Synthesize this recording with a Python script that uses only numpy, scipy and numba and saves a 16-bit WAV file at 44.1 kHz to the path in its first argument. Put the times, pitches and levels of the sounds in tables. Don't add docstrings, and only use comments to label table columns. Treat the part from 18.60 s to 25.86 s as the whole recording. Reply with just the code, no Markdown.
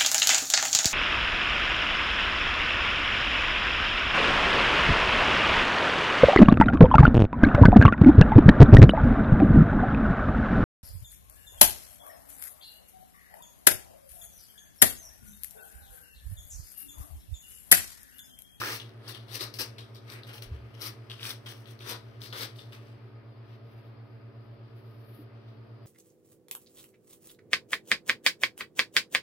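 import sys
import numpy as np
from scipy import signal
from scipy.fft import rfft, irfft, next_fast_len
from scipy.io import wavfile
from scipy.ndimage import uniform_filter1d
from numba import njit

SR = 44100
rng = np.random.default_rng(int(sys.argv[2]) if len(sys.argv) > 2 else 0)


def volts(x):
    e = np.asarray(x, float) / 20
    return 10 ** e


def digitize_waveform(pressure):
    field = np.atleast_2d(pressure).T
    bounded = np.clip(field, -1, 1)
    quanta = np.round(bounded * 32767).astype(np.int16)
    wavfile.write(sys.argv[1], SR, quanta)


N = 320166

# (t/s, f/Hz)
FAN_BLADE_RATE = [(0, 111.64), (1.4, 111.64), (2.1, 111.51), (2.8, 111.51), (3.5, 111.65), (4.2, 111.74),
                  (4.9, 111.73), (5.6, 111.84), (6.3, 111.77), (7.3, 111.77)]
# (multiple, level/dB)
FAN_HARMONICS = [(1, -50), (2, -64.5), (3, -72.5), (6, -71.5)]
# (f/Hz, density/dB per Hz)
AIR_SPECTRUM = [(125, -20.5), (160, -24), (230, -26), (380, -29), (630, -27), (1220, -30), (2500, -37),
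                (4900, -47.5), (6100, -60.5), (6900, -94), (8000, -65.5), (10500, -67.5), (12700, -56.5),
                (13000, -85)]
# (f/Hz, density/dB per Hz)
RUMBLE_SPECTRUM = [(12, -37.5), (20, -22.5), (81, -11.5), (86, -35), (88, -18), (95, -24.5), (120, -3.5),
                   (210, -120)]
# (f/Hz, width/Hz, level/dB)
AIR_RESONANCES = [(383.5, 49, -62), (455.6, 25, -67), (576, 24, -68.5), (1243, 29, -73.5),
                  (4400, 19, -84.5), (4910, 70, -81)]
# (f/Hz, likeness/0-1)
PORT_LIKENESS = [(60, 1), (130, 0.7), (290, 0.97), (640, 0.31), (1400, 0.2), (3000, .05), (16000, 0.46)]
# (f/Hz, level/dB)
HANDS_LEAN = [(200, -1.5), (700, 1), (1300, 2), (2400, 2), (4400, 9), (8100, 6.5), (15000, 6)]
# (f/Hz, level/dB)
AIR_LEAN = [(110, -2.5), (700, 1.5), (1300, 1.5), (4400, 3.5), (15000, 0.5)]
# (f/Hz, level/dB)
PORT_COLOUR = [(200, 9), (5700, 0), (6450, -6), (6900, -18), (7400, -7), (8500, -3), (11000, 1), (16000, 3)]
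# (t/s, level/dB, f/Hz, t60/s, push/ms)
BLOWS = [(0.017, -31, 1274, 0.073, 1.3), (0.018, -38, 359, 0.19, 6.7), (0.807, -36, 380, 0.079, 2),
         (.83, -54, 59.5, .2, 8), (.992, -39, 356, 0.12, 3), (.995, -51, 65, 0.22, 8),
         (1.75, -46, 840, .08, 3), (1.855, -42, 35.3, 0.48, 15), (1.9144, -20.5, 77.7, 0.12, 11),
         (1.941, -34, 69.6, 0.34, 19), (6.589, -40.5, 299, .12, 1.5)]
# (start t/s, rise/s, hold/s, hiss level/dB, scrape level against hiss/dB)
GLOVE_STROKES = [
    (4.36, .02, .1, -86.5, 8),
    (4.82, 0.088, 0.03, -78, 11.5),
    (5.02, .03, 0.25, -83.5, 6.5),
    (5.697, 0.14, .05, -92.5, 6),
    (6.03, 0.024, .1, -91, 11.5),
    (6.135, .03, 0.29, -79, 2),
    (6.419, 0.069, 0.13, -70, -5),
    (6.73, 0.023, 0.18, -89.5, 14.5),
    (7.2, 0.032, .01, -84, -4),
]
# (t/s, peak level/dB, ring f/Hz)
BRIGHT_SNAPS = [(0.0159, -20, 1280), (0.0364, -28, 1400), (0.0884, -33, 9000), (0.2934, -48, 4800),
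                (0.6838, -50, 4000), (0.7441, -30, 5410), (0.9402, -35, 4820), (0.989, -25, 5850),
                (1.0164, -30, 5430), (1.3484, -47, 4970), (1.4849, -50, 4000), (1.5009, -37, 4720),
                (1.7365, -43, 3180), (1.7423, -41, 3240), (1.8232, -31, 3790), (2.151, -50, 5500),
                (2.2188, -21, 4670), (2.5904, -46, 3380), (2.6094, -44, 4500), (2.6308, -22, 3380),
                (2.6533, -25, 2980), (2.7061, -23, 3800), (2.8618, -44, 3040), (3.0743, -47, 3460),
                (3.2863, -32, 5170), (3.6066, -50, 5350), (3.8092, -25, 5050), (3.1915, -41, 4500),
                (3.9608, -50, 3700), (4.2706, -58, 5500)]
# (t/s, peak level/dB, ring f/Hz)
DULL_TICKS = [(0.2003, -32, 3370), (0.2184, -38, 3140), (0.4797, -32, 4800), (0.8085, -18, 3910),
              (1.1841, -36, 3400), (1.3572, -45, 3390), (1.6341, -37, 3770), (1.7822, -39, 3100),
              (2.4996, -35, 3100), (2.5084, -36, 3100), (2.5164, -31, 3210), (2.5959, -37, 3000),
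              (3.0578, -44, 3300), (3.208, -40, 3040), (3.6181, -32, 4220), (3.7268, -34, 3510),
              (3.9927, -39, 3300), (4.124, -44, 3300), (4.132, -48, 2800)]
# (start t/s, rise/s, hold/s, crackle level/dB, tape ring f/Hz)
TAPE_RIPS = [(0.0, 0.00067, 0.078, -43, 4650), (0.05, .04, 0.072, -41.5, 3730),
             (0.476, 0.0061, 0.028, -48, 4670), (0.71, 0.046, 0.0038, -38.5, 4340),
             (0.803, 0.0017, 0.033, -43.5, 4950), (0.937, 0.0018, 0.034, -51, 4900),
             (0.985, 0.0041, 0.031, -36.5, 5400), (1.34, 0.0085, 0.014, -61.5, 4450),
             (1.494, 0.0054, 0.043, -54.5, 2480), (1.665, 0.004, 0.018, -60, 2970),
             (1.728, 0.0054, 0.046, -53.5, 3280), (1.82, 0.0021, 0.0032, -46, 3240),
             (2.2, 0.018, 0.058, -42, 3270), (2.6, 0.054, 0.06, -43, 3600),
             (2.855, 0.045, 0.016, -52, 3750), (3.06, 0.048, 0.0077, -60, 3830),
             (2.93, 0.018, 0.075, -66.5, 3000), (3.26, 0.035, 0.017, -40, 4300),
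             (3.606, 0.011, 0.045, -53, 4400), (3.74, 0.046, 0.0086, -43.5, 3220),
             (3.78, 0.033, 0.02, -41, 3400), (3.955, 0.0046, 0.024, -63, 3630),
             (4.112, .012, 0.023, -65, 2820)]
# (start t/s, rise/s, hold/s, crackle level/dB, tape ring f/Hz)
TAPE_PATS = [(0.195, 0.0033, 0.0032, -47, 3300), (0.475, 0.0039, 0.0083, -58.5, 4700),
             (0.53, 0.017, .01, -48.5, 3290), (0.68, 0.0042, 0.012, -59.5, 3300),
             (1.181, 0.0014, 0.0034, -47, 3400), (1.345, .01, .02, -61, 3706),
             (1.631, .003, .01, -59.5, 3460), (2.125, 0.02, .01, -61, 2960),
             (2.497, .002, 0.028, -50, 3060), (2.588, 0.021, 0.0092, -52, 3010),
             (2.858, 0.0024, .01, -45.5, 3170), (3.04, .022, 0.025, -59.5, 3200),
             (3.19, 0.017, 0.021, -51, 3390), (3.63, 0.0085, 0.071, -58, 4200),
             (3.98, 0.0078, 0.01, -51.5, 3430), (4.12, 0.0046, 0.023, -56, 2330),
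             (4.255, 0.016, .06, -77, 2800)]
# (start t/s, rise/s, hold/s, crackle level/dB, tape ring f/Hz)
TAPE_SCRUNCHES = [(0.0, 0.0052, 0.11, -47, 1660), (0.39, 0.087, 0.027, -57, 3300),
                  (0.70, 0.017, 0.008, -56, 3600), (0.79, 0.0047, 0.051, -47, 4000),
                  (0.985, .006, 0.015, -46.5, 4630), (1.45, 0.039, 0.094, -58, 2200),
                  (1.66, 0.034, .01, -56.5, 2930), (1.89, 0.046, .03, -66, 2880),
                  (2.14, 0.048, .02, -62, 2990), (3.22, 0.043, 0.083, -49.5, 3490),
                  (3.722, .006, 0.036, -47.5, 3370), (3.79, 0.01, 0.024, -44, 3430)]

# body/dB and sizzle/dB against the crackle, share ringing the tape/0-1,
# fall/dB per s, sizzle fall/dB per s
RIP_VOICE = (-9.5, -5, 0.01, 375, 504.5)
PAT_VOICE = (-10, -18, 0.99, 246.5, 291)
SCRUNCH_VOICE = (0.5, -15, 0.8, 300.5, 399.5)

MAINS_HZ, MAINS_DB = 119.972, -52
THROB_S = 0.020
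AIR_DB, RUMBLE_DB = -56, -64
GLOVE_FALL_DB_PER_S, FIDGET_DB = 410, -99
SNAP_T60_S, SNAP_DB = 0.009, -1
SNAP_SIZZLE_DB, TICK_SIZZLE_DB = -12, -21
RISE_DB = 20
RUSTLE_DB, RUSTLE_BODY_DB, RUSTLE_SIZZLE_DB, RUSTLE_HZ = -75.5, 7, -10.5, 2820
HANDS_REST_S, SETTLE_DB_PER_S = 4.3, 120
STRIP_LIKENESS = 0.5
ROOM_T60_S, ROOM_TOP_T60_S, ROOM_DB = 0.24, 0.037, -10
NEAR_T60_S, NEAR_DB = 0.012, -8
RIGHT_LAG_SAMPLES, MOVE_S = (5, 18), 0.2
TOP_HZ, EDGE_HZ = 15950, 350

T = np.arange(N) / SR
COARSE_T = T[::32]
PADDED = next_fast_len(N + 8192)
HZ = np.maximum(np.arange(PADDED // 2 + 1) * SR / PADDED, 1)


def unit(x):
    return x / np.sqrt(np.mean(x ** 2))


def along(table):
    hz, value = np.transpose(table)
    return np.interp(np.log(HZ), np.log(hz), value)


def colour(x, gain):
    return irfft(rfft(x, PADDED) * gain, PADDED)[..., :N]


def band(x, lo_hz, hi_hz):
    edges = [lo_hz, min(hi_hz, 0.45 * SR)]
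    return signal.sosfilt(signal.butter(2, edges, "band", fs=SR, output="sos"), x)


def walk(rate_hz):
    hold = int(SR / rate_hz)
    levels = np.repeat(rng.standard_normal(N // hold + 1), hold)
    return 0.99 * uniform_filter1d(levels, hold)[:N]


def stroke(start_s, rise_s, hold_s, db, fall_db_per_s):
    peak_s = start_s + rise_s
    climb = RISE_DB * np.maximum(peak_s - COARSE_T, 0) / max(rise_s, 0.001)
    fall = fall_db_per_s * np.maximum(COARSE_T - peak_s - hold_s, 0)
    return volts(2 * (db - np.minimum(climb + fall, 100)))


def fine(x):
    return np.interp(T, COARSE_T, x)


def hum():
    t, hz = np.transpose(FAN_BLADE_RATE)
    turn = 2 * np.pi * np.cumsum(np.interp(T, t, hz)) / SR
    turn = turn - turn[int(THROB_S * SR)]
    fan = sum(volts(db + 0.27 * walk(1.1)) * np.cos(k * turn) for k, db in FAN_HARMONICS)
    mains = volts(MAINS_DB) * np.cos(2 * np.pi * MAINS_HZ * (T - THROB_S))
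    whine_turn = 2 * np.pi * 291.5 * T
    whine_left = volts(-66) * np.cos(whine_turn)
    whine_right = volts(-61) * np.cos(whine_turn + 1.8)
    whine = np.array([whine_left, whine_right]) * volts(0.49 * walk(5.4))
    return np.sqrt(2) * (fan + mains + whine)


def air():
    like = np.clip(along(PORT_LIKENESS), 0, 1)
    lean = along(AIR_LEAN) / 2
    mid = rfft(rng.standard_normal(N), PADDED) * np.sqrt((1 + like) / 2)
    side = rfft(rng.standard_normal(N), PADDED) * np.sqrt((1 - like) / 2)
    noise = np.array([mid + side, mid - side]) * volts(np.array([lean, -lean]))

    def heard(gain):
        return irfft(noise * gain, PADDED)[:, :N]

    def whole(gain):
        return gain * PADDED / np.sqrt(2 * N * np.sum(np.abs(gain) ** 2)) / np.sqrt(2)

    shape = volts(AIR_DB) * whole(volts(along(AIR_SPECTRUM)))
    octave = np.round(np.log2(HZ / 125))
    out = np.zeros((2, N))
    for k in range(8):
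        flicker = volts(1.1 * walk(9) + 0.4 * walk(1.5))
        out += heard(shape * (octave == k)) * flicker
    out += volts(RUMBLE_DB + 1.9 * walk(3.8)) * heard(whole(volts(along(RUMBLE_SPECTRUM))))
    resonances = np.zeros(len(HZ))
    for hz, width, db in AIR_RESONANCES:
        resonances += volts(db) * whole(1 / (1 + (2 * (HZ - hz) / width) ** 2))
    return out + heard(resonances)


def thumps():
    out, t = np.zeros(N), T[:SR // 2]
    for s, db, hz, t60, push_ms in BLOWS:
        swell = 1 - np.exp(-t * 1000 / push_ms)
        out[int(s * SR):][:len(t)] += volts(db - 60 * t / t60) * swell * np.sin(2 * np.pi * hz * t)
    return out


def threads(spread_db, clump_db, clump_hz):
    uneven_db = spread_db * np.minimum(rng.exponential(size=N), 6)
    sizes = volts(uneven_db + clump_db * walk(clump_hz))
    shared, own = rng.standard_normal((2, N))
    other = STRIP_LIKENESS * shared + np.sqrt(1 - STRIP_LIKENESS ** 2) * own
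    return unit(np.array([shared, other]) * sizes)


def glove():
    soft, rough = np.zeros((2, len(COARSE_T)))
    for s, rise, hold, db, scrape_db in GLOVE_STROKES:
        soft += stroke(s, rise, hold, db, GLOVE_FALL_DB_PER_S)
        rough += stroke(s, rise, hold, db + scrape_db, GLOVE_FALL_DB_PER_S)
    soft += volts(2 * (FIDGET_DB + 6 * walk(12)[::32]))
    fibres = threads(spread_db=2.0, clump_db=3.0, clump_hz=50)
    hiss = unit(colour(fibres, volts(np.interp(HZ, [7500, 10800, 16000], [-24, 0, -8]))))
    scrape = unit(band(fibres, 1000, 4300))
    return np.sqrt(fine(soft)) * hiss + np.sqrt(fine(rough)) * scrape


def snaps():
    out, t = np.zeros(N), T[:2048]
    for rows, sizzle_db in ((BRIGHT_SNAPS, SNAP_SIZZLE_DB), (DULL_TICKS, TICK_SIZZLE_DB)):
        for s, db, hz in rows:
            burst = rng.standard_normal(len(t)) * volts(-60 * t / SNAP_T60_S)
            burst[0] = 14.0
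            tone = band(burst, hz / 1.2, hz * 1.2)
            spit = band(burst, 4500, 19500)
            snap = tone / abs(tone).max() + volts(sizzle_db + 9) * spit / abs(spit).max()
            alone_db = min(db + 2, (db - 29) / 2)
            out[int(s * SR):][:len(t)] += volts(alone_db + SNAP_DB) * snap
    return out


@njit
def ring(x, hz, width):
    y, b, l = np.empty(len(x)), 0., 0.
    for i in range(len(x)):
        g, k = np.tan(np.pi * hz[i] / SR), width / hz[i]
        v = (b + g * (x[i] - l)) / (1 + g * (g + k))
        b, l, y[i] = 2 * v - b, l + 2 * g * v, k * v
    return y


def tape():
    settle_db = np.clip(SETTLE_DB_PER_S * (COARSE_T - HANDS_REST_S), 0, 60)
    rustle = volts(2 * (RUSTLE_DB - settle_db))
    power, ringing, pitch = rustle, rustle / 2, rustle / 2 * RUSTLE_HZ
    deep, bright = rustle * volts(2 * RUSTLE_BODY_DB), rustle * volts(2 * RUSTLE_SIZZLE_DB)
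    kinds = ((TAPE_RIPS, RIP_VOICE), (TAPE_PATS, PAT_VOICE), (TAPE_SCRUNCHES, SCRUNCH_VOICE))
    for pulls, (body_db, sizzle_db, ring_share, fall, sizzle_fall) in kinds:
        for s, rise, hold, db, hz in pulls:
            pull = stroke(s, rise, hold, db, fall)
            rings = ring_share * pull
            power = power + pull
            ringing = ringing + rings
            pitch = pitch + hz * rings
            deep = deep + volts(2 * body_db) * pull
            bright = bright + stroke(s, rise, hold, db + sizzle_db, sizzle_fall)
    power, ringing, pitch, deep, bright = map(fine, (power, ringing, pitch, deep, bright))

    clicks = threads(spread_db=3.1, clump_db=1.5, clump_hz=250)
    rung = unit(np.array([ring(port, pitch / ringing, 900.) for port in clicks]))
    loose = unit(band(clicks, 1800, 6600))
    crackle = np.sqrt(power - ringing) * loose + np.sqrt(ringing) * rung
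    body = unit(band(clicks, 1040, 2740)) + volts(-6.0) * unit(band(clicks, 284, 579))
    sizzle = unit(band(clicks, 6200, 19500))
    return volts(-2.5) * (crackle + np.sqrt(deep) * body) - np.sqrt(bright) * sizzle


def echoes():
    t = T[:SR // 4]
    near, far = rng.standard_normal((2, 2, len(t)))
    far = far * (t > 0.004)
    low = signal.sosfilt(signal.butter(1, 6000, fs=SR, output="sos"), far)
    tail = low * volts(-60 * t / ROOM_T60_S) + (far - low) * volts(-60 * t / ROOM_TOP_T60_S)
    scatter = near * volts(-60 * t / NEAR_T60_S)
    echo = volts(ROOM_DB) * unit(tail) + volts(NEAR_DB) * unit(scatter)
    echo = echo / np.sqrt(len(t))
    echo[1, rng.integers(*RIGHT_LAG_SAMPLES)] += 1
    echo[0, 0] += 1
    return echo


def room(x):
    step = int(MOVE_S * SR)
    fade = np.sin(np.pi * np.arange(2 * step) / (2 * step))
    padded = np.pad(x, ((0, 0), (step, 2 * step)))
    out = np.zeros((2, padded.shape[1] + SR))
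    for start in range(0, N + step, step):
        stretch = padded[:, start:start + 2 * step] * fade
        heard = signal.fftconvolve(stretch, echoes(), axes=1)
        out[:, start:start + heard.shape[1]] += heard
    return out[:, step:step + N]


def scene():
    left, right = room(tape() + snaps() + glove())
    side = colour(left - right, np.sqrt(1 - np.clip(along(PORT_LIKENESS), 0, 1)))
    stereo = np.array([left + right + side, left + right - side]) / 2
    lean = along(HANDS_LEAN) / 2
    hands = colour(stereo, volts(along(PORT_COLOUR) + np.array([lean, -lean])))
    return hands + thumps() + hum() + air()


def band_limit(x):
    return signal.sosfilt(signal.butter(12, 16790, fs=SR, output="sos"), x)


def record(dry):
    top_cut = np.clip((TOP_HZ - HZ) / EDGE_HZ, 0, 1) ** 2
    return band_limit(colour(dry, top_cut))


dry = scene()
out = record(dry)
digitize_waveform(out)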